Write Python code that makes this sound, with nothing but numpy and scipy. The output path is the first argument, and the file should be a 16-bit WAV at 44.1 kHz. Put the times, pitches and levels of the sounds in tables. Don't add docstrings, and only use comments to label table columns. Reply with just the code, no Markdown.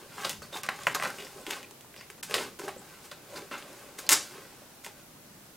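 import sys
import numpy as np
from scipy import signal
from scipy.io import wavfile
from scipy.ndimage import uniform_filter1d

SR = 44100
rng = np.random.default_rng(int(sys.argv[2]) if len(sys.argv) > 2 else 0)


def level_to_linear(level):
    exponent = np.asarray(level, float) / 20
    return 10 ** exponent


def transcribe(u):
    v = np.clip(np.atleast_2d(u).T, -1, 1)
    q = np.round(v * 32767).astype(np.int16)
    wavfile.write(sys.argv[1], SR, q)


N = 245195

# pitch_hz, width_hz, level_db
CAVITY_MODES = [(402.3, 100.3, 5), (551.9, 92.3, 4), (734.5, 251, 9), (472.8, 81, -7), (289.5, 93, -2.5),
                (202.5, 19.9, -14.5)]
# pitch_hz, width_hz, level_db
SHELL_MODES = [(1127, 333, 2), (1517, 322, 4), (1953, 976, 10), (2600, 1230, 12.5), (3740, 1277, 7.5)]


def evened(x):
    return x / np.sqrt(np.mean(x ** 2) + 1e-20)


def read(points, hz):
    point_hz, value = np.transpose(points)
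    return np.interp(np.log(hz + 1), np.log(point_hz + 1), value)


def ring(modes, low_hz, rise_s):
    t = np.arange(3000) / SR
    out = np.zeros(len(t))
    for hz, width_hz, db in modes:
        out += level_to_linear(db) * np.exp(-np.pi * width_hz * t) * np.sin(2 * np.pi * hz * t)
    no_bass = signal.butter(3, low_hz, "high", fs=SR, output="sos")
    out = signal.sosfilt(no_bass, out * (1 - np.exp(-t / rise_s)))
    return out / abs(out).max()


def edge():
    # pitch_hz, level_db
    fizz_colour = [(800, -71.5), (3000, -2), (5000, 2.5), (7500, 3.5), (10000, 0), (13000, -3.5),
                   (15800, -6.5), (17500, -27)]
    hz = abs(np.fft.fftfreq(1024, 1 / SR))
    log_gain = np.log(level_to_linear(read(fizz_colour, hz)))
    out = np.fft.ifft(np.exp(np.conj(signal.hilbert(log_gain)))).real[:512]
    return out / abs(out).max()


def snaps():
    # peak_s, peak_db, patch_pitch_hz, knock_db, edge_db
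    deep_snaps = [
        (3.5132, -34, 1370, -32, -48.5),
        (3.6252, -33.5, 2710, -48.5, -49),
    ]
    low_snaps = [(.2949, -24, 3470, -44, -15.5), (1.1857, -36, 1920, -40.5, -35),
                 (1.2035, -37.5, 2790, -38, -43), (1.2238, -31.5, 2830, -43.5, -49.5),
                 (1.2696, -33.5, 1990, -38.5, -45.5), (1.4666, -24, 2330, -34.5, -28.5),
                 (1.5341, -24, 2400, -40, -42.5), (1.6301, -36, 2460, -44, -34),
                 (1.964, -35.5, 2360, -46.5, -40), (2.0111, -33, 1860, -45.5, -38),
                 (2.1017, -32, 2070, -41.5, -35.5), (2.311, -24, 2020, -34, -25),
                 (2.342, -8, 3300, -31, -18), (2.3519, -18, 2090, -36.5, -44),
                 (2.3679, -29.5, 1260, -26.5, -38.5), (2.3825, -19, 2480, -28, -27),
                 (2.5956, -33, 1440, -35, -30), (2.6181, -38, 1530, -34, -39),
                 (2.7637, -41, 1090, -31, -44.5), (3.4214, -39, 2140, -39, -45.5),
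                 (3.9892, -35, 3270, -43, -26), (4.3813, -39.5, 1400, -37, -46.5),
                 (4.8641, -29, 2200, -36, -31)]
    mid_snaps = [(.4205, -37, 1100, -38.5, -46.5), (.5298, -34, 3290, -32, -51.5),
                 (.571, -29, 2780, -46, -30), (.6644, -31.5, 1600, -40, -29),
                 (.8698, -6.5, 1800, -20, -19.5), (.9489, -23.5, 1150, -32.5, -19.5),
                 (.9529, -29, 2290, -32.5, -21.5), (1.0141, -25, 1500, -43.5, -34.5),
                 (1.0252, -18, 1550, -35, -25.5), (1.0355, -26, 2090, -27.5, -21.5),
                 (2.298, -36, 1900, -35, -33.5), (3.1143, -31.5, 3670, -40, -34.5),
                 (3.3398, -40.5, 1000, -37.5, -41.5), (3.5299, -36.5, 1430, -30.5, -51.5),
                 (3.7306, -49.5, 1430, -45.5, -38), (4.1277, -25, 2240, -32.5, -7.5),
                 (4.132, -24, 3930, -26.5, -17)]
    high_snaps = [(.1824, -29.5, 1220, -41.5, -39), (.2355, -30, 1390, -34.5, -36.5),
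                  (.2468, -25, 3800, -45, -32.5), (.25, -17.5, 3600, -30.5, -31),
                  (.6342, -32.5, 2340, -44, -21), (.689, -13.5, 1543, -31.5, -26),
                  (.9995, -19, 1690, -31, -30.5), (1.0505, -25, 1610, -33, -31),
                  (1.0566, -22.5, 1320, -29, -34), (1.0969, -29, 1660, -36.5, -36.5),
                  (2.6807, -25, 1200, -29, -38.5), (2.8183, -43, 1060, -47, -45),
                  (3.175, -46.5, 1040, -46, -47.5), (4.0919, -14, 2300, -29, 0.),
                  (4.1078, -17, 2190, -38.5, -9), (4.1185, -26, 2320, -29, -6.5),
                  (4.1236, -14, 2080, -35, -10.5)]
    # peak_s, peak_db, patch_pitch_hz, edge_db
    rim_ticks = [(.3014, -28, 3300, -23), (0.3313, -32, 2500, -32.5), (.5629, -28, 1684, -35.5),
                 (.7906, -35, 1450, -43.5), (0.8347, -37.5, 2920, -28), (1.0641, -23.5, 1250, -36),
                 (1.0736, -45, 1580, -28), (1.1034, -41.5, 2270, -29), (1.2486, -39, 4120, -34.5),
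                 (1.506, -26.5, 2380, -26.5), (1.5091, -21.5, 2370, -19), (1.71, -40.5, 3620, -35),
                 (1.8095, -42, 2315, -36.5), (1.9423, -38.5, 2080, -52.5), (1.9762, -42, 4240, -43),
                 (2.2325, -28, 2000, -25), (2.2292, -36, 2400, -28), (2.6924, -30.5, 2180, -59),
                 (3.3724, -34.5, 1960, -41), (3.5551, -31, 1520, -44.5), (3.7946, -44, 3960, -38.5),
                 (4.0661, -40.5, 4140, -33.5), (4.8466, -36, 2300, -30.5), (4.8475, -35.5, 3600, -34.5),
                 (1.847, -43.5, 1000, -55.5)]
    rim_knock_db, rim_knock_hz = -52.5, 398
    panels = [(deep_snaps, 275.6), (low_snaps, 398), (mid_snaps, 577.5), (high_snaps, 805.7)]
    bonds = [(*row, knock_hz) for rows, knock_hz in panels for row in rows]
    rim = [(s, db, hz, rim_knock_db, edge_db, rim_knock_hz) for s, db, hz, edge_db in rim_ticks]
    return bonds + rim


def cracks(cycles=0.48, patch_db=2.4, knock_db=-9, edge_db=1.5, shell_db=-16,
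           grit_db=-22, lead_db=-4, trail_s=0.00548):
    out, t = np.zeros(N + 6000), np.arange(3000) / SR
    hollow = ring(CAVITY_MODES, 122, 0.00227)
    shell = ring(SHELL_MODES, 600, 0.0001)
    sharp = np.pad(edge(), (46, 2442))
    bonds = snaps()
    splinters = rng.standard_normal((len(bonds), 3000)) * (rng.random((len(bonds), 3000)) < 0.25)
    for (s, db, hz, low_db, high_db, low_hz), grit in zip(bonds, splinters):
        turn = (t - 50 / SR) * hz
        patch = np.exp(-(turn / cycles) ** 2) * np.cos(2 * np.pi * turn)
        body = level_to_linear(db + patch_db) * (patch - patch.mean() + level_to_linear(shell_db) * shell)
        body += level_to_linear(high_db + edge_db) * sharp
        knock = ring([(low_hz, 110, 0)], 151, 0.0054) + level_to_linear(-4.0) * hollow

        drive = level_to_linear(grit_db) * grit * np.exp(-t / trail_s)
        drive[:30] *= level_to_linear(lead_db)
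        drive[30] = 1
        part = out[round(s * SR) - 80:][:5999]
        part += signal.fftconvolve(drive, body + level_to_linear(low_db + knock_db) * knock)
    return out[:N]


def effort(rows, sudden=False):
    s, span_s, *levels_db = np.transpose(rows)[:, :, None]
    roundness, burst_rise_s = 1.369, 0.0012
    times = np.arange(0, N / SR + 0.01, 0.001)
    late = times - s
    if sudden:
        fall = np.where(late < 0, -late / burst_rise_s, late / span_s)
    else:
        fall = abs(late / span_s) ** roundness
    pulls = level_to_linear(np.array(levels_db) - 20 * np.minimum(fall, 10))
    gain = np.sqrt((pulls ** 2).sum(axis=1))
    return np.array([np.interp(np.arange(N) / SR, times, g) for g in gain])


def grains(body, per_s, spread_db):
    size = level_to_linear(spread_db * np.minimum(rng.exponential(1, N), 3.2)) * rng.choice([-1., 1.], N)
    hits = size * (rng.random(N) < per_s / SR)
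    return evened(signal.oaconvolve(hits, body)[:N])


def crackle():
    # peak_s, time_to_fall_20_db_s (either side), peel_db, flex_db, fizz_db
    swells = [(0., 0.1637, -51, -47, -56.5), (.22, 0.1464, -40, -47.5, -44),
              (.251, 0.0151, -27.5, -34, -35.5), (.268, 0.0386, -37, -42, -39),
              (.566, 0.0557, -41.5, -45.5, -42), (.8, 0.2445, -45.5, -49.5, -49.5),
              (.92, 0.065, -42, -44.5, -44.5), (1.044, 0.0589, -31.5, -38.5, -40),
              (1.2, 0.2676, -47, -47, -47.5), (1.39, 0.0973, -52, -47, -52), (1.53, 0.102, -38, -43, -42.5),
              (1.99, 0.07, -64.5, -53.5, -58), (2.322, 0.047, -38.5, -39, -40),
              (2.4, 0.11, -35.5, -38.5, -39), (2.65, 0.0468, -43.5, -38, -46.5),
              (2.92, 0.34, -53, -57.5, -56.5), (3.054, 0.0438, -49, -52.5, -47.5),
              (3.375, 0.0442, -40, -40.5, -45), (3.36, 0.2, -49, -45.5, -51.5),
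              (3.76, 0.5656, -51.5, -48, -54.5), (3.993, 0.0208, -44.5, -48.5, -39),
              (4.116, 0.0051, -19, -24.5, -18.5), (4.13, 0.022, -21.5, -35, -15.5),
              (4.99, 0.0731, -56.5, -54.5, -61), (5.46, 0.02, -64.5, -64.5, -58)]
    # start_s, time_to_fall_20_db_s, peel_db, flex_db, fizz_db
    bursts = [(.296, 0.0621, -39, -44, -33), (.42, 0.0974, -45.5, -43.5, -47.5),
              (.525, 0.1, -44.5, -40.5, -48), (.634, 0.0671, -35, -50.5, -44),
              (.69, 0.0082, -21, -44.5, -35.5), (.871, 0.0275, -33.5, -26, -35),
              (.948, 0.023, -26, -31.5, -28), (1.468, 0.18, -42.5, -39, -47),
              (2.102, 0.0228, -46.5, -53, -44.5), (2.229, .045, -40, -59.5, -33.5),
              (2.345, 0.05, -31, -31, -27.5), (2.59, 0.0816, -41, -42, -43),
              (3.116, 0.0262, -35.5, -41, -44), (3.513, 0.1332, -35.5, -40, -47),
              (3.986, 0.0647, -40.5, -47, -40), (4.093, .035, -23.5, -37, -19), (4.108, .05, -26, -33, -22),
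              (4.145, 0.2282, -41, -46.5, -37.5), (4.14, .05, -32, -42, -27), (.943, .02, -40, -50, -40),
              (3.58, .05, -55, -60, -46), (4.31, .6, -49, -48, -53.5), (4.846, .04, -42, -54, -39),
              (4.838, .03, -52, -55, -46), (4.866, 0.04, -45, -43, -49), (4.03, 0.4371, -48.5, -46.5, -54),
              (1.07, 0.1161, -40, -44, -45), (2.18, 0.03, -51, -49.5, -63.5),
              (2.68, 0.0512, -37.5, -42, -41)]
    peel, flex, fizz = np.hypot(effort(swells), effort(bursts, sudden=True))
    out = level_to_linear(-5.0) * peel * grains(ring(SHELL_MODES, 762, 0.0001), 2600, 2.82)
    out += level_to_linear(-7.0) * flex * grains(ring(CAVITY_MODES, 139, 0.00083), 900, 2.33)
    return out + level_to_linear(-5.0) * fizz * grains(edge(), 5000, 3.57)


def squeaks():
    # start_s, length_s, pitch_hz, sharpness (pitch over width), level_db
    slips = [(0.19, 0.0182, 1217, 4, -47), (0.422, 0.024, 4450, 25, -52), (.244, .014, 4000, 2, -37),
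             (.525, 0.028, 3660, 28, -42.5), (0.529, 0.051, 920, 2.14, -46.5),
             (0.873, 0.0143, 7500, 9, -53.5), (1.18, 0.0404, 2600, 2.94, -46),
             (1.192, 0.0388, 390.5, 11.6, -46.5), (1.243, 0.017, 5050, 10, -50.5),
             (1.625, 0.03, 2450, 9, -54), (1.961, 0.069, 4955, 8.9, -57.5), (1.965, 0.087, 2140, 2.9, -57),
             (2.311, 0.11, 403, 5.9, -47.5), (2.634, 0.0692, 389, 8.4, -48),
             (2.59, 0.01986, 398, 5.1, -44.5), (2.68, 0.018, 760, 9, -40.5), (2.772, 0.034, 7770, 7, -57),
             (3.318, 0.045, 598, 2, -49), (3.353, 0.0276, 4550, 3.8, -47.5),
             (3.517, 0.0381, 2600, 4.7, -46), (4.065, .014, 4650, 2.9, -48.5),
             (4.121, 0.0159, 6580, 1.88, -21), (4.597, 0.565, 1424, 42, -72.5),
             (.871, 0.02, 1000, 1.5, -38), (3.53, 0.04, 1300, 1.5, -47)]
    out = np.zeros(N)
    noises = rng.standard_normal((len(slips), SR * 2 // 3))
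    for (s, length_s, hz, q, db), noise in zip(slips, noises):
        band = signal.lfilter(*signal.iirpeak(hz, q, SR), noise)
        band = signal.lfilter(*signal.iirpeak(hz, q / 2, SR), band)
        band = band[-round(length_s * SR):]
        fade = signal.windows.tukey(len(band), 0.5)
        out[round(s * SR):][:len(band)] += level_to_linear(db) * evened(band) * fade
    return out


def pings(rise_s=0.0004, rise_cycles=0.36, fall_s=0.00061, fall_cycles=0.736, level_db=-2.5):
    # peak_s, peak_db, pitch_hz
    patches_and_knocks = [(0.7021, -23.5, 1246), (1.7115, -42, 955), (2.2292, -36.5, 1740), (2.6835, -27, 806),
                          (2.6863, -28.5, 816), (2.8995, -40.5, 2540), (3.5166, -30, 1183),
                          (3.9856, -34.5, 2100), (3.9912, -35, 1495), (4.0938, -16, 1894), (4.1651, -27.5, 3190),
                          (4.341, -41.5, 1420), (4.453, -42.5, 1540), (0.2556, -26.5, 3640),
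                          (.6147, -42.5, 8480), (0.7606, -39, 6950), (.8195, -35, 7080), (0.8863, -30.5, 7340),
                          (1.0073, -31.5, 8230), (1.4137, -39.5, 8310), (1.5338, -30.5, 4200),
                          (2.6857, -35.5, 8410), (2.7932, -43, 7640), (3.3616, -34.5, 4600),
                          (3.5795, -36.5, 6680), (.1937, -39.5, 670), (0.2721, -35, 474), (.5547, -34.5, 410),
                          (1.0039, -33.5, 880), (1.0968, -37.5, 560), (1.3638, -39.5, 390), (1.412, -41, 495),
                          (1.4684, -32.5, 430), (1.4795, -34, 330), (1.5925, -39, 495), (2.3675, -26.5, 450),
                          (2.3842, -27.5, 754), (2.397, -30, 400), (2.4115, -30.5, 770), (2.4533, -36.5, 560),
                          (2.6203, -35, 585), (2.6385, -32.5, 399), (2.658, -35.5, 560), (2.768, -32, 470),
                          (3.4247, -40, 452), (3.5318, -32.5, 474), (3.5476, -38, 560), (4.8674, -33.5, 646),
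                          (.2475, -24, 1304), (.2515, -25, 900), (4.0667, -36.5, 4300), (4.1407, -18, 1700),
                          (0.8763, -18.5, 1096), (0.9546, -21, 1100), (0.9593, -20, 1400), (1.5188, -31, 2800),
                          (1.529, -30, 2600), (.545, -29.5, 3700), (.586, -39, 1200),
                          (.1815, -31, 1100), (.1855, -30, 1250), (.189, -34, 1150), (4.129, -27, 400),
             (4.12, -17, 1900), (4.1285, -12.5, 2200), (4.134, -21, 1500), (3.99, -40, 430),
             (4.322, -41, 420), (.39, -46, 72), (2.37, -36, 270), (2.42, -38, 230), (4.62, -46, 580),
             (.737, -36, 800), (2.2985, -36, 560), (2.299, -38, 5100), (2.3525, -22, 2500),
             (2.356, -25, 1200), (2.4045, -29, 1300), (2.44, -34, 1600), (2.466, -36, 1100),
             (.8718, -22, 1100), (.8795, -22, 800), (.884, -30, 1750), (1.039, -22, 900), (.964, -24, 1200),
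             (.97, -27, 1000), (1.0445, -24, 1250), (1.1025, -29, 1500), (1.1065, -30, 1700),
             (.6545, -31, 1200), (.6915, -21, 1000), (3.5555, -31, 1400), (3.541, -31, 1500)]
    panel_flicks = [(.1821, -38, 2960), (.2095, -37, 2100), (.2355, -34, 2960), (.3532, -41, 1100),
                    (.5478, -35, 1100), (.5572, -33, 1100), (.9259, -39, 575), (.9623, -32, 575),
                    (.9488, -26, 4300), (1.0167, -37, 800), (1.0381, -30, 4200), (1.0506, -35, 5900),
                    (1.0641, -27, 1100), (1.4687, -39, 800), (1.5091, -31, 1530), (1.518, -35, 1100),
                    (2.3417, -23, 8400), (2.3437, -25, 1200), (2.405, -34, 2100), (2.4519, -34, 1530),
                    (2.6195, -38, 800), (2.6664, -41, 2100), (3.515, -37, 800), (4.1087, -22, 2100),
                    (4.1092, -24, 1090), (4.1226, -28, 575), (4.1356, -28, 575), (4.1416, -30, 575),
                    (4.125, -17, 1555), (4.8725, -38, 900), (4.8475, -36, 2100), (4.852, -40, 8300),
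                    (4.13, -44, 110), (3.527, -35, 2500), (3.545, -35, 3300), (3.52, -36, 3200),
                    (2.3532, -34, 280), (.8702, -22, 3300), (.6895, -28, 3800), (4.099, -31, 580),
                    (2.346, -26, 1550)]
    free = patches_and_knocks
    phases = np.append(rng.random(len(free)), np.zeros(len(panel_flicks)))
    out, t = np.zeros(N + 3000), np.arange(-600, 3000) / SR
    for (s, db, hz), phase in zip(free + panel_flicks, phases):
        rise = np.exp(-(t / (rise_s + rise_cycles / hz)) ** 2)
        fall = np.exp(-t / (fall_s + fall_cycles / hz))
        swing = np.where(t < 0, rise, fall) * np.cos(2 * np.pi * (hz * t + phase))
        out[round(s * SR) - 600:][:3600] += level_to_linear(db + level_db) * swing
    return out[:N]


def panel(x):
    # pitch_hz, width_hz, lift_db
    panel_modes = [(392, 50, 1.5), (480, 60, -2.5), (578, 45, 3.5), (690, 70, -1.5), (810, 55, 2.5),
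                   (945, 90, -5), (1085, 70, 3), (1290, 60, -1.5), (1410, 90, -5), (1555, 90, 3),
                   (1690, 70, -3), (2080, 70, .8)]
    for hz, width_hz, db in panel_modes:
        x = x + (level_to_linear(db) - 1) * signal.lfilter(*signal.iirpeak(hz, hz / width_hz, SR), x)
    return x


def garage(x, near_db=-5, far_db=-9, apart_db=-20):
    # pitch_hz, time_to_fall_60_db_s
    wall_echo = [(250, 0.503), (700, 0.226), (1700, 0.2444), (4600, 0.323), (10000, 0.211), (15000, 0.101)]
    near_t60_s = 0.0341
    size = SR // 2
    taps = np.zeros((4, size))
    slots = np.arange(60, size - 20, 12)
    at = slots + rng.integers(0, 12, (4, len(slots)))
    np.put_along_axis(taps, at, rng.choice([-1., 1.], at.shape), 1)
    near = taps * level_to_linear(-60 * np.arange(size) / SR / near_t60_s)

    hz, t, z = signal.stft(taps[::-1], SR, nperseg=256)
    fading = level_to_linear(-60 * t / read(wall_echo, hz)[:, None]) * (t > 0.01)
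    far = signal.istft(z * fading, SR, nperseg=256)[1][:, :size]
    tails = level_to_linear(near_db) * near / np.linalg.norm(near[0]) + level_to_linear(far_db) * far / np.linalg.norm(far[0])

    turn = 2 * np.pi * (np.arange(N) * 5.3 / SR + np.arange(3)[:, None] / 3)
    sent = x * np.cos(turn) * np.sqrt(2 / 3)
    mid = x + signal.fftconvolve(sent, tails[:3], axes=1).sum(0)[:N]
    bright = np.diff(uniform_filter1d(x, size=2), prepend=0) + 0.4 * x
    side = level_to_linear(apart_db) * signal.fftconvolve(bright, tails[3])[:N]
    return np.array([mid + side, mid - side])


def rumble(apart_db=-13):
    # peak_s, time_to_fall_20_db_s (either side), level_db
    shifts = [
        (.33, 0.56, -56),
        (.7, 0.27, -57.5),
        (.9, 0.12, -51),
        (1.05, 0.15, -51.5),
        (2.38, 0.2149, -53),
        (2.75, 0.29, -61.5),
        (3.41, .5, -63.5),
        (4.13, -0.01, -46.5),
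        (5.27, .5, -61.5),
    ]
    steady_db = -67
    dull = signal.butter(2, [110, 230], "band", fs=SR, output="sos")
    mid, side = signal.sosfilt(dull, rng.standard_normal((2, N)))
    side = level_to_linear(apart_db) * side
    level = np.hypot(level_to_linear(steady_db), effort(shifts))
    return level * evened(np.array([mid + side, mid - side]))


def floor(patchy_db=-0.69):
    # pitch_hz, level_db (per Hz)
    hiss_colour = [(12, -37.5), (20, 4.5), (44, -8.5), (169, -1), (416, -3), (670, -6), (1320, -10),
                   (1430, -9), (1600, -11), (3060, -13), (15800, -15), (17500, -22.5)]
    # pitch_hz, likeness (0 to 1)
    likeness = [(25, .5), (60, 0.75), (180, 0.964), (550, 0.55), (1650, 0.392), (4970, 0.027),
                (15000, 0.015)]
    frames, hz = N // 256 + 5, np.fft.rfftfreq(1024, 1 / SR)
    a, b, c, d, patches = rng.standard_normal((frames, 513, 5)).T
    patches = uniform_filter1d(patches, 12, 0)
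    patches = evened(uniform_filter1d(patches, 14, 1))
    same = np.clip(read(likeness, hz), 0, 1)[:, None]
    mid = np.sqrt(1 + same) * (a + 1j * b)
    side = np.sqrt(1 - same) * (c + 1j * d)
    colour = level_to_linear(read(hiss_colour, hz)[:, None] + patchy_db * patches)
    z = np.array([mid + side, mid - side]) * colour
    return level_to_linear(-53) * evened(signal.istft(z, nperseg=1024, noverlap=768)[1][:, :N])


def scene():
    shell = cracks() + crackle() + squeaks()
    small = signal.sosfilt(signal.butter(2, 190, "high", fs=SR, output="sos"), shell)
    return garage(panel(small + pings())) + rumble() + floor()


def starve(x):
    # start_s, length_s, above_hz, level_db
    dips = [
        (.617, .014, 5000, -8),
        (.678, .009, 7500, -20),
        (.934, .01, 5000, -12),
        (2.213, .0145, 1500, -30),
        (2.32, .019, 12500, -30),
        (2.35, .05, 14000, -8),
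        (4.076, .014, 5000, -9),
        (4.143, .11, 14300, -12),
    ]
    out = x.copy()
    for s, length_s, hz, db in dips:
        at, fade = round(s * SR), signal.windows.tukey(round(length_s * SR), 0.25)
        part = out[:, at:at + len(fade)]
        treble = signal.sosfiltfilt(signal.butter(6, hz, "high", fs=SR, output="sos"), part)
        part -= (1 - level_to_linear(db)) * fade * treble
    return out


def top_cut(x):
    return signal.sosfilt(signal.butter(12, 15830, fs=SR, output="sos"), x)


def record(dry):
    low_pass = signal.firwin(255, 16700, window=("kaiser", 9), fs=SR)
    mix = starve(signal.oaconvolve(dry, low_pass[None], "same"))
    return top_cut(mix)


dry = scene()
out = record(dry)
transcribe(out)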